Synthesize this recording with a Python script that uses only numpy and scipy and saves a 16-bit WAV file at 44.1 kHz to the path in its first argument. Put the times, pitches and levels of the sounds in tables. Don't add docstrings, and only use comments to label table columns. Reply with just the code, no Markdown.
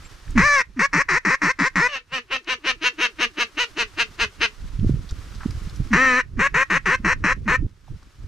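import sys
import numpy as np
from scipy import signal
from scipy.fft import rfft, irfft, next_fast_len
from scipy.io import wavfile
from scipy.ndimage import uniform_filter1d

SR = 44100
rng = np.random.default_rng(int(sys.argv[2]) if len(sys.argv) > 2 else 0)


def master_out(mix):
    frames = np.transpose(np.atleast_2d(mix))
    ceiling = np.clip(frames, -1, 1)
    pcm = np.round(ceiling * 32767).astype(np.int16)
    wavfile.write(sys.argv[1], SR, pcm)


N = 364953

# (time [s], level [dB])
WIND_LEVEL = [(0, -39.5), (.25, -48.5), (.6, -46), (1.1, -50.5), (1.4, -56.5), (1.8, -49), (2.0, -60.5),
              (3.5, -54.5), (3.9, -50), (4.5, -46), (5.0, -38), (5.7, -32.5), (6.15, -56), (6.4, -31.5),
              (6.7, -48.5), (7.1, -32), (7.45, -31), (7.75, -46), (8.28, -46)]
# (frequency [Hz], density [dB])
WIND_SPECTRUM = [(12, -34), (26, 3), (40, -4), (60, -6), (110, -11), (200, -23.5), (350, -29.5), (700, -53),
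                 (1500, -100)]
# (centre [s], peak [dB], length [s])
WIND_GUSTS = [(0.38, -26.5, 0.21), (0.948, -61.5, 0.19), (1.857, -46, 0.059), (2.734, -53, 0.12),
              (4.23, -37, 0.088), (4.398, -31.5, 0.064), (4.637, -35.5, 0.17), (4.866, -28, 0.31),
              (5.125, -22.5, 0.011), (5.531, -31.5, 0.12), (5.815, -23, 0.052), (5.956, -32.5, 0.37),
              (6.25, -42, 0.053), (7.14, -47, 0.096), (7.51, -27, 0.053), (7.622, -25.5, 0.13),
              (7.925, -43, 0.1), (8.243, -40.5, 0.15)]
# (centre [s], peak [dB], frequency [Hz], 1/e half-width [s])
WIND_BUFFETS = [(4.76, -21, 40, .012), (4.794, -11.5, 110, 0.0032), (4.815, -15.5, 115, .007),
                (4.833, -15, 197, 0.0065), (4.847, -9.5, 228, 0.002), (4.856, -11, 70, 0.0048),
                (4.873, -10.5, 89.5, 0.0068), (4.896, -6, 220, 0.0016), (4.91, -9.5, 122, 0.0045),
                (4.923, -20, 130, 0.011), (4.944, -11, 129, 0.0057), (5.461, -10, 224, 0.0028),
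                (5.552, -24.5, 99, 0.0071), (5.619, -26.5, 153, 0.003), (5.676, -22, 139, 0.0028),
                (5.803, -11.5, 128, 0.0032), (7.003, -27, 198.2, 0.0037), (7.194, -32, 90.2, .01),
                (7.613, -24, 150, 0.0053), (7.631, -23.5, 294.7, 0.0048), (7.654, -22, 110, 0.0068),
                (7.666, -22, 170, 0.002), (7.908, -28.5, 129, 0.01), (7.964, -33, 136, 0.005)]
# (time [s], level [dB])
HISS_LEVEL = [(0, -49), (.33, -51.5), (.66, -62.5), (1.73, -61), (2.05, -66), (2.3, -61.5), (3.7, -51.5),
              (5.0, -51.5), (5.6, -47.5), (5.9, -50), (6.25, -63), (6.7, -57), (7.43, -61.5), (7.8, -64),
              (7.95, -57.5), (8.06, -60.5), (8.28, -58.5)]
# (frequency [Hz], density [dB])
HISS_SPECTRUM = [(100, -48), (300, -6.5), (700, -12.5), (1300, -6), (2400, -12), (5700, -14.5), (7500, -20),
                 (10600, -26), (15500, -35)]
# (time [s], peak [dB], frequency [Hz], t60 [s])
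STALK_TICKS = [(0.049, -43, 2270, 0.075), (0.088, -52, 1980, 0.038), (0.279, -36, 1760, 0.016),
               (0.307, -36, 6900, .02), (2.445, -41, 4280, 0.016), (4.796, -38, 2660, 0.015),
               (5.09, -35, 4100, 0.11), (5.1094, -34, 5400, 0.019), (5.109, -42, 1450, 0.042),
               (5.204, -49, 8000, 0.01), (5.319, -44, 1215, 0.05), (5.349, -41.5, 4570, 0.12),
               (5.405, -31.5, 1270, 0.13), (5.431, -28.5, 1140, 0.047), (5.442, -38, 1030, 0.041),
               (5.509, -37, 1680, 0.039), (5.468, -43, 3720, .015), (5.5077, -33, 4830, .02),
               (5.51, -46, 10000, .015), (5.696, -35, 4020, 0.024), (5.697, -48, 10000, .012),
               (5.76, -38, 5560, .03), (5.772, -48, 10600, 0.011), (5.873, -42, 4360, 0.013),
               (7.879, -43.5, 744, 0.035), (8.025, -46.5, 1160, 0.053), (8.03, -45, 5000, .012)]
# (start [s], peak [dB], first pitch [Hz], length [s])
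ONSET_HUMS = [(0.352, -10.5, 278.7, .072), (0.762, -22.5, 294.7, 0.075), (0.943, -21, 199, 0.059),
              (1.11, -30.5, 177, 0.062), (1.257, -21, 233, 0.052), (1.424, -25, 220, .073),
              (1.596, -22, 222, .055), (1.757, -20.5, 215, 0.064), (2.118, -39, 168, .035),
              (5.904, -15, 261, .072), (6.369, -21.5, 277.4, 0.062), (6.546, -25.5, 176.3, 0.035),
              (6.702, -26, 210.4, 0.091), (6.862, -26, 214, .054), (7.035, -21.5, 229.6, .07),
              (7.233, -23.5, 237, 0.054), (7.456, -22, 252.6, 0.06)]
# (time [s], beat rate [Hz], level [dB], raggedness [0-1], pairing [0-1])
NEAR_LONG_NOTES = [
    [(.377, 255, -15, .25, 0), (.392, 290, -16, .5, 0), (.41, 440, -16, .55, .5), (.428, 525, -16, .15, 0),
     (.462, 597, -14, .08, 0), (.49, 582, -15, .13, 0), (.505, 580, -15, .06, 0), (.55, 572, -15, .07, 0),
     (.578, 537, -16, .12, 0), (.6, 520, -16, .2, 0), (.612, 490, -18, .7, .1), (.622, 480, -28, .6, .1)],
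    [(5.931, 255, -14, .3, 0), (5.948, 300, -15.5, .5, 0), (5.968, 420, -16, .4, .3),
     (5.978, 495, -16.5, .14, 1), (6.025, 530, -15.5, .06, 1), (6.05, 526, -15.5, .22, 1),
     (6.07, 520, -16, .08, 1), (6.11, 505, -16.5, .1, 1), (6.15, 493, -17.5, .14, 1),
     (6.185, 520, -17, .15, .9), (6.203, 500, -18, .6, .3), (6.213, 480, -25, .6, 0)],
]
# (frequency [Hz], gain [dB])
NEAR_BARREL_GAINS = [
    [(600, -17.5), (760, -22), (900, -9), (1050, -4), (1450, -4.5), (1650, -4), (1850, 4.5), (2100, -2.5),
     (2550, -9), (3050, -26.5), (3500, -27), (4100, -23.5), (4700, -23.5), (5900, -19), (7000, -28.5),
     (10000, -44.5), (15000, -62.5)],
    [(600, -17.5), (760, -23), (900, -12.5), (1050, -6), (1450, -6), (1650, -3.5), (1850, 1.5),
     (2100, -7.5), (2600, -9.5), (3050, -21), (3500, -32.5), (4100, -23.5), (4700, -33), (5900, -23.5),
     (7000, -33.5), (10000, -46.5), (15000, -68.5)],
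]
# (frequency [Hz], left over right [dB])
PORT_BALANCE = [(60, -1.5), (130, 0.0), (290, 0.5), (640, 2.0), (1410, 2.5), (3100, 1.5), (6820, 1.0),
                (15000, 1.5)]
# (frequency [Hz], left lead [rad])
PORT_PHASE = [(100, 0), (600, -.05), (1100, -.15), (1900, -.6), (2600, -.5), (3900, -.3), (6000, 0),
              (15000, 0)]
# (start [s], length [s], level [dB], at speed after [s], first rate [Hz],
# slow rate [Hz], full rate [Hz], raggedness at speed [0-1], pairing [0-1])
NEAR_SHORT_QUACKS = [ (0.793, 0.07, -16.5, 0.036, 327.6, 293.2, 543, 0.11, 0.09),
                     (0.931, 0.093, -17, 0.071, 297.6, 288.1, 550, 0.37, 0.27),
                     (1.087, .097, -17, 0.091, 497.7, 346.5, 513, 0.09, 0.18),
                     (1.251, 0.104, -17.5, 0.066, 398.3, 269.3, 514.3, 0.5, 0.28),
                     (1.418, .1, -18, 0.08, 317.9, 282.2, 515.8, .2, 0.11),
                     (1.590, 0.093, -18, 0.072, 305, 267.5, 516.2, 0.26, 0.17),
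                     (1.757, .120, -17, 0.069, 290, 267, 474.4, 0.062, 0.086),
                     (6.393, 0.084, -17, 0.032, 327.9, 314, 532, 0.44, 0.14),
                     (6.543, 0.093, -16.5, 0.036, 392.8, 351, 510.3, 0.45, 0.17),
                     (6.702, .079, -17.5, .050, 334, 294.3, 521, 0.68, 0.52),
                     (6.858, 0.1, -17, 0.066, 482.3, 339, 504.2, 0.37, 0.28),
                     (7.047, 0.089, -18, 0.055, 328.7, 308.5, 502, 1, 0.041),
                     (7.240, 0.092, -18, 0.051, 300.6, 283.7, 502.6, 0.76, 0.41),
                     (7.479, 0.084, -17, 0.048, 316.5, 297, 498.8, 0.6, 0.44)]
# (time [s], beat rate [Hz], level [dB], raggedness [0-1], pairing [0-1])
FAR_FIRST_NOTE = [(1.883, 600, -32, .3, 0), (1.91, 592, -33, .18, 0), (1.925, 575, -29, .07, 0),
                  (1.95, 540, -25.5, .07, .1), (1.96, 525, -27, .2, .8), (1.977, 520, -30, .35, .8),
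                  (1.986, 490, -42, .6, .3)]
# (frequency [Hz], gain [dB])
FAR_BARREL_GAIN = [(330, -20), (520, -12), (850, -15), (1000, -8), (1400, -6), (1750, -3.5), (2250, -6),
                   (2550, -4), (2750, -1), (3000, -7), (3400, -17), (4000, -14), (5100, -22.5), (5700, -22),
                   (6200, -21.5), (7300, -38), (11000, -51.5), (11900, -50), (12800, -58.5), (15000, -63)]
# (start [s], length [s], peak [dB], loudest after [s], at speed after [s],
# first rate [Hz], full rate [Hz], final rate sag [share], pairing [0-1])
FAR_SHORT_QUACKS = [ (2.116, 0.076, -23.5, 0.027, .02, 449.2, 533, 0.098, 1),
                    (2.304, 0.065, -22, 0.029, 0.027, 374, 535, 0.043, 0.95),
                    (2.471, 0.072, -21.5, 0.038, 0.036, 325, 520, 0.065, 0.63),
                    (2.64, 0.077, -20, 0.048, 0.039, 316, 530.4, 0.082, 0.8),
                    (2.815, 0.073, -19.5, 0.056, 0.043, 314.5, 500.3, 0.027, 0.47),
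                    (2.984, 0.085, -19.5, .05, 0.042, 317.4, 500, 0.071, 0.56),
                    (3.187, 0.069, -19.5, .044, .038, 310.5, 494, .06, 1),
                    (3.372, 0.066, -19.5, 0.044, 0.035, 297, 486, 0.056, 0.83),
                    (3.57, .075, -20, 0.033, .034, 299, 493, 0.052, .1),
                    (3.765, 0.069, -20, .039, 0.033, 302, 479, 0.094, 0.53),
                    (3.973, 0.06, -19.5, 0.033, 0.033, 311.7, 475.4, 0.069, 0.7),
                    (4.187, 0.064, -19.5, .031, 0.032, 330.7, 472.4, 0.11, 0.72),
                    (4.404, 0.06, -19.5, 0.026, 0.031, 299.7, 472.8, 0.098, 0.58)]


def from_db(db):
    return 10 ** (np.asarray(db) / 20)


def rms_one(x):
    return x / np.sqrt(np.mean(x ** 2) + 1e-20)


def in_time(rows):
    times_s, *columns = np.transpose(rows)
    return [np.interp(np.arange(N) / SR, times_s, column) for column in columns]


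def at_hz(points, hz):
    knots_hz, values = np.transpose(points)
    return np.interp(np.log(hz + 1), np.log(knots_hz), values)


def shape(x, response):
    size = 2 * next_fast_len(N // 2 + 1)
    return irfft(rfft(x, size) * response(np.arange(size // 2 + 1) * SR / size), size)[..., :N]


def drift(rate_hz):
    return rms_one(shape(rng.standard_normal(N), lambda hz: 1 / (1 + (hz / rate_hz) ** 2)))


def resonance(x, hz, width_hz):
    r = np.exp(-np.pi * width_hz / SR)
    poles = [1, -2 * r * np.cos(2 * np.pi * hz / SR), r * r]
    return signal.lfilter([(1 - r * r) / 2, 0, (r * r - 1) / 2], poles, x + 1e-18)


def stereo_noise(spectrum, correlation):
    mid, side = shape(rng.standard_normal((2, N)), lambda hz: from_db(at_hz(spectrum, hz)))
    return rms_one(np.sqrt(1 + correlation) * mid + np.sqrt(1 - correlation) * side * [[1], [-1]])


def convolve_tail(x, tail):
    return signal.fftconvolve(np.atleast_2d(x), tail / np.sqrt(np.sum(tail ** 2) / 2), axes=1)[:, :N]


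def wind(gust_edge_db=-17.5, buffet_cut_hz=750):
    t, swings = np.arange(N) / SR, np.zeros(N)
    gusts = sum(from_db(db + gust_edge_db * (2 * (t - centre_s) / length_s) ** 2)
                for centre_s, db, length_s in WIND_GUSTS)
    lumps_db = 4.2 * np.clip(drift(20.6) + .22 * np.array([drift(23), drift(23)]), -2, 1.5)
    envelope = (from_db(in_time(WIND_LEVEL)[0]) + gusts) * from_db(lumps_db)
    for (centre_s, peak_db, hz, width_s), phase in zip(WIND_BUFFETS, rng.random(len(WIND_BUFFETS))):
        span = slice(int((centre_s - .08) * SR), int((centre_s + .08) * SR))
        u = t[span] - centre_s
        cusp = np.exp(-np.abs(u / width_s) ** 1.2)
        swings[span] += from_db(peak_db) * cusp * np.cos(2 * np.pi * (hz * u + phase))
    rumble = envelope * stereo_noise(WIND_SPECTRUM, correlation=.83)
    buffets = shape(swings, lambda hz: 1 / (1 + (hz / buffet_cut_hz) ** 4))
    return (rumble + buffets) * from_db([[-2.7], [2.3]])


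def background_hiss():
    level_db = in_time(HISS_LEVEL)[0] + 1.2 * drift(24)
    return from_db(level_db) * stereo_noise(HISS_SPECTRUM, correlation=.6)


def stalk_ticks():
    out, t = np.zeros(N), np.arange(int(.12 * SR)) / SR
    for start_s, peak_db, hz, t60_s in STALK_TICKS:
        burst = rng.standard_normal(len(t)) * from_db(-60 * t / t60_s)
        for _ in range(2):
            burst = resonance(burst, hz, .57 * hz)
        piece = out[int(start_s * SR):][:len(t)]
        piece += (from_db(peak_db) * burst / np.abs(burst).max())[:len(piece)]
    return out


def chirp(centre_s=.059, length_s=.036, hz=7500, peak_db=-48):
    t = np.arange(N) / SR - centre_s
    return from_db(peak_db - 14 * (2 * t / length_s) ** 2) * np.sin(2 * np.pi * hz * t)


def onset_hums(end_hz=134):
    out = np.zeros(N)
    for start_s, peak_db, first_hz, length_s in ONSET_HUMS:
        progress = np.linspace(0, 1, int(length_s * SR))
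        wave = np.sin(2 * np.pi * np.cumsum(first_hz + (end_hz - first_hz) * progress) / SR)
        swell = np.sin(np.pi * progress ** .8) ** 1.1
        out[int(start_s * SR):][:len(wave)] += from_db(peak_db) * swell * wave
    return out


def barrel_ring(x, barrel):
    def response(hz):
        cepstrum = irfft(np.log(from_db(at_hz(barrel, hz))))
        cepstrum[1:len(hz) - 1] *= 2
        cepstrum[len(hz):] = 0
        return np.exp(rfft(cepstrum))
    return shape(x, response)


def air_leak(hum, gain_db=-16):
    air = rms_one(barrel_ring(rng.standard_normal(N), NEAR_BARREL_GAINS[0]))
    return from_db(gain_db) * np.abs(hum) * air


def reed_curves(quacks, fade_s):
    rows = []
    for quack in sorted(quacks, key=lambda q: q[0][0]):
        start_s, first_hz, _, *first_texture = quack[0]
        end_s, last_hz, _, *last_texture = quack[-1]
        rows += [[start_s - s, first_hz, db, *first_texture] for s, db in [(.045, -75), (.004, -48)]]
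        rows += quack
        rows += [[end_s + n * fade_s, last_hz, db, *last_texture] for n, db in [(1, -80), (2, -90)]]
    rate_hz, level_db, ragged, paired = in_time(rows)
    return rate_hz, level_db, np.clip(ragged, 0, 1), np.clip(paired, 0, 1)


def reed_turns(rate_hz, quacks):
    turns = np.cumsum(rate_hz) / SR
    starts = np.sort([quack[0][0] for quack in quacks]) * SR
    catch = -turns[starts.astype(int)] % 1
    knots = np.ravel([starts - .03 * SR, starts - .005 * SR], "F")
    shifts = np.ravel([np.r_[0, catch[:-1]], catch], "F")
    return turns + np.interp(np.arange(N), knots, shifts)


def reed_slaps(turns, curves, push, stray_s, stumble, uneven_db, pair_s, pair_db, max_hz=800):
    rate_hz, _, ragged, paired = curves
    beats = np.interp(np.arange(1, int(turns[-1])), turns, np.arange(N))
    index = beats.astype(int)
    time_noise, level_noise = rng.standard_normal((int(max_hz * N / SR), 2))[:len(beats)].T
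    loose = (ragged[index] + .02) * np.maximum(500 / rate_hz[index], 1) ** stumble
    alternation = paired[index] * (-1.) ** np.arange(len(beats))
    at = np.clip(beats + SR * (stray_s * loose * time_noise + pair_s * alternation), 0, N - 2)
    strength = from_db(uneven_db * loose * np.minimum(level_noise, .4) + pair_db * alternation)
    strength *= np.clip(1 + push[index], .05, 2)
    slaps, fraction = np.zeros(N), at % 1
    np.add.at(slaps, at.astype(int), strength * (1 - fraction))
    np.add.at(slaps, at.astype(int) + 1, strength * fraction)
    return slaps


def reed_rasp(slaps, curves, barrel, air_db, evenness, bite):
    rate_hz, level_db, ragged, _ = curves
    opening = signal.lfilter([1], [1, -.96], slaps + 1e-18)
    puffs = opening * rng.standard_normal(N) * from_db(air_db) * (.17 + ragged)
    drive = (slaps + puffs) / np.sqrt(rate_hz)
    power = barrel_ring(drive, barrel) ** 2
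    levelling = (np.mean(power) / uniform_filter1d(power, size=500)) ** (evenness / 2)
    drive *= levelling / np.sqrt(np.mean(power))
    edge = bite * from_db(level_db - level_db.max()) * np.diff(drive, prepend=0)
    return barrel_ring((drive + edge) * from_db(level_db), barrel)


def reed_tone(turns, curves, gain_db, subharmonic, slow_db_per_octave, decay_db_per_s):
    rate_hz, level_db, ragged, paired = curves
    tone = np.sin(2 * np.pi * turns) + subharmonic * paired * np.sin(np.pi * turns)
    wobble_db = (1 + 5 * ragged) * drift(60) - 9 * ragged
    decay_db = decay_db_per_s * np.arange(N) / SR
    held_db = np.maximum.accumulate(level_db + decay_db) - decay_db
    return tone * from_db(held_db + gain_db + slow_db_per_octave * np.log2(500 / rate_hz) + wobble_db)


def near_quack(start_s, length_s, level_db, at_speed_s, first_hz, slow_hz, full_hz, ragged, paired,
               sag_s=.015, speed_up_s=.035, attack_s=.004, release_s=.005, creep_per_s=1.3):
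    t = np.linspace(0, length_s, num=40)
    speed = np.clip(1 + (t - at_speed_s) / speed_up_s, 0, 1)
    onset = np.clip(1 - t / attack_s, 0, 1)
    release = np.clip(1 + (t - length_s) / release_s, 0, 1)
    db = level_db - (1 - speed) - 1.5 * onset - 9 * release
    idle_hz = slow_hz + (first_hz - slow_hz) * np.exp(-t / sag_s)
    creep = 1 + creep_per_s * np.maximum(t - at_speed_s, 0)
    rate_hz = (idle_hz + (full_hz - idle_hz) * speed) * creep
    rough = .52 + (ragged - .52) * speed ** 2 + (.4 - ragged) * np.clip(release * 2, 0, 1)
    return np.transpose([start_s + t, rate_hz, db, rough, paired * speed]).tolist()


def near_call(hum, split_s=4):
    quacks = [near_quack(*row) for row in NEAR_SHORT_QUACKS] + NEAR_LONG_NOTES
    runs = [q for q in quacks if q[0][0] < split_s], [q for q in quacks if q[0][0] > split_s]
    out = np.zeros(N)
    for run, barrel in zip(runs, NEAR_BARREL_GAINS):
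        curves = reed_curves(run, fade_s=.006)
        turns = reed_turns(curves[0], run)
        slaps = reed_slaps(turns, curves, push=1.7 * hum, stray_s=.00014, stumble=2.6,
                           uneven_db=1.5, pair_s=.00017, pair_db=2.5)
        out += reed_rasp(slaps, curves, barrel, air_db=-16, evenness=.7, bite=0)
        out += reed_tone(turns, curves, gain_db=-13.5, subharmonic=1.8,
                         slow_db_per_octave=11.5, decay_db_per_s=2996)
    return out


def at_ports(call):
    def left(hz):
        return from_db(at_hz(PORT_BALANCE, hz) / 2) * np.exp(.5j * at_hz(PORT_PHASE, hz))
    return np.array([shape(call, left), shape(call, lambda hz: 1 / left(hz))])


def scatter(call, above_hz, t60_s, direct, spread_db):
    t = np.arange(int(.01 * SR)) / SR
    treble = shape(call, lambda hz: 1 / (1 + (above_hz / (hz + 1)) ** 8))
    shares = np.array([drift(1.87) for _ in range(4)])
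    shares /= np.sqrt(np.sum(shares ** 2, axis=0))
    out = call - treble + direct * treble
    for share in shares:
        paths = rng.standard_normal(len(t)) + .49 * rng.standard_normal((2, len(t)))
        out += from_db(spread_db) * share * convolve_tail(treble, paths * from_db(-60 * t / t60_s))
    return out


def field_echo(call, gain_db, hz, width_hz, t60_s=.11, delay_s=.004):
    t = np.arange(int(.3 * SR)) / SR
    tail = rng.standard_normal((2, len(t))) * from_db(-60 * t / t60_s) * (t > delay_s)
    return from_db(gain_db) * convolve_tail(call, resonance(tail, hz, width_hz))


def far_quack(start_s, length_s, peak_db, loudest_s, at_speed_s, first_hz, full_hz, sag, paired,
              speed_up_s=.024, attack_s=.006):
    t = np.linspace(0, length_s, num=40)
    speed = np.sin(np.pi / 2 * np.clip(1 + (t - at_speed_s) / speed_up_s, 0, 1))
    late = np.clip((t - at_speed_s) / (length_s - at_speed_s), 0, 1)
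    rate_hz = (first_hz + (full_hz - first_hz) * speed) * (1 - sag * late ** 2)
    onset = np.clip(1 - t / attack_s, 0, 1)
    before_peak = np.clip(1 - t / loudest_s, 0, 1)
    after_peak = np.clip((t - loudest_s) / (length_s - loudest_s), 0, 1)
    db = peak_db - 3 * onset - 15 * before_peak ** 2 - 6 * after_peak ** 2.5
    rough = .07 + .2 * (1 - speed ** 4) + .35 * late ** 3
    trip = .63 * np.sin(np.pi * speed) ** 2
    pairing = .34 * speed ** 4 + .66 * np.sqrt(late) + trip
    return np.transpose([start_s + t, rate_hz, db, rough, paired * pairing]).tolist()


def far_call():
    quacks = [FAR_FIRST_NOTE] + [far_quack(*row) for row in FAR_SHORT_QUACKS]
    curves = reed_curves(quacks, fade_s=.016)
    turns = reed_turns(curves[0], quacks)
    slaps = reed_slaps(turns, curves, push=np.zeros(N), stray_s=.00017, stumble=.5,
                       uneven_db=5.5, pair_s=.0002, pair_db=-1)
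    rasp = reed_rasp(slaps, curves, FAR_BARREL_GAIN, air_db=-13, evenness=0, bite=2.2)
    return rasp + reed_tone(turns, curves, gain_db=-10.5, subharmonic=.69,
                            slow_db_per_octave=17, decay_db_per_s=420)


def scene():
    hum = onset_hums()
    near, far = near_call(hum), far_call()
    near_stereo = scatter(at_ports(near), above_hz=2900, t60_s=.05, direct=.6, spread_db=-1.5)
    far_stereo = scatter(at_ports(far), above_hz=1200, t60_s=.012, direct=.92, spread_db=-12)
    far_stereo = scatter(far_stereo, above_hz=4600, t60_s=.03, direct=.5, spread_db=-1.5)
    calls = near_stereo + far_stereo + hum + air_leak(hum)
    echo = field_echo(near, gain_db=-20.5, hz=2050, width_hz=3500)
    echo += field_echo(far, gain_db=-12.5, hz=1900, width_hz=5400)
    return calls + echo + background_hiss() + wind() + stalk_ticks() + chirp()


def record(dry):
    ceiling, stop_hz = .97, 15700
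    rounded = dry / (1 + np.abs(dry / ceiling) ** 4) ** .25
    return signal.sosfilt(signal.cheby2(18, 60, stop_hz, fs=SR, output="sos"), rounded)


dry = scene()
out = record(dry)
master_out(out)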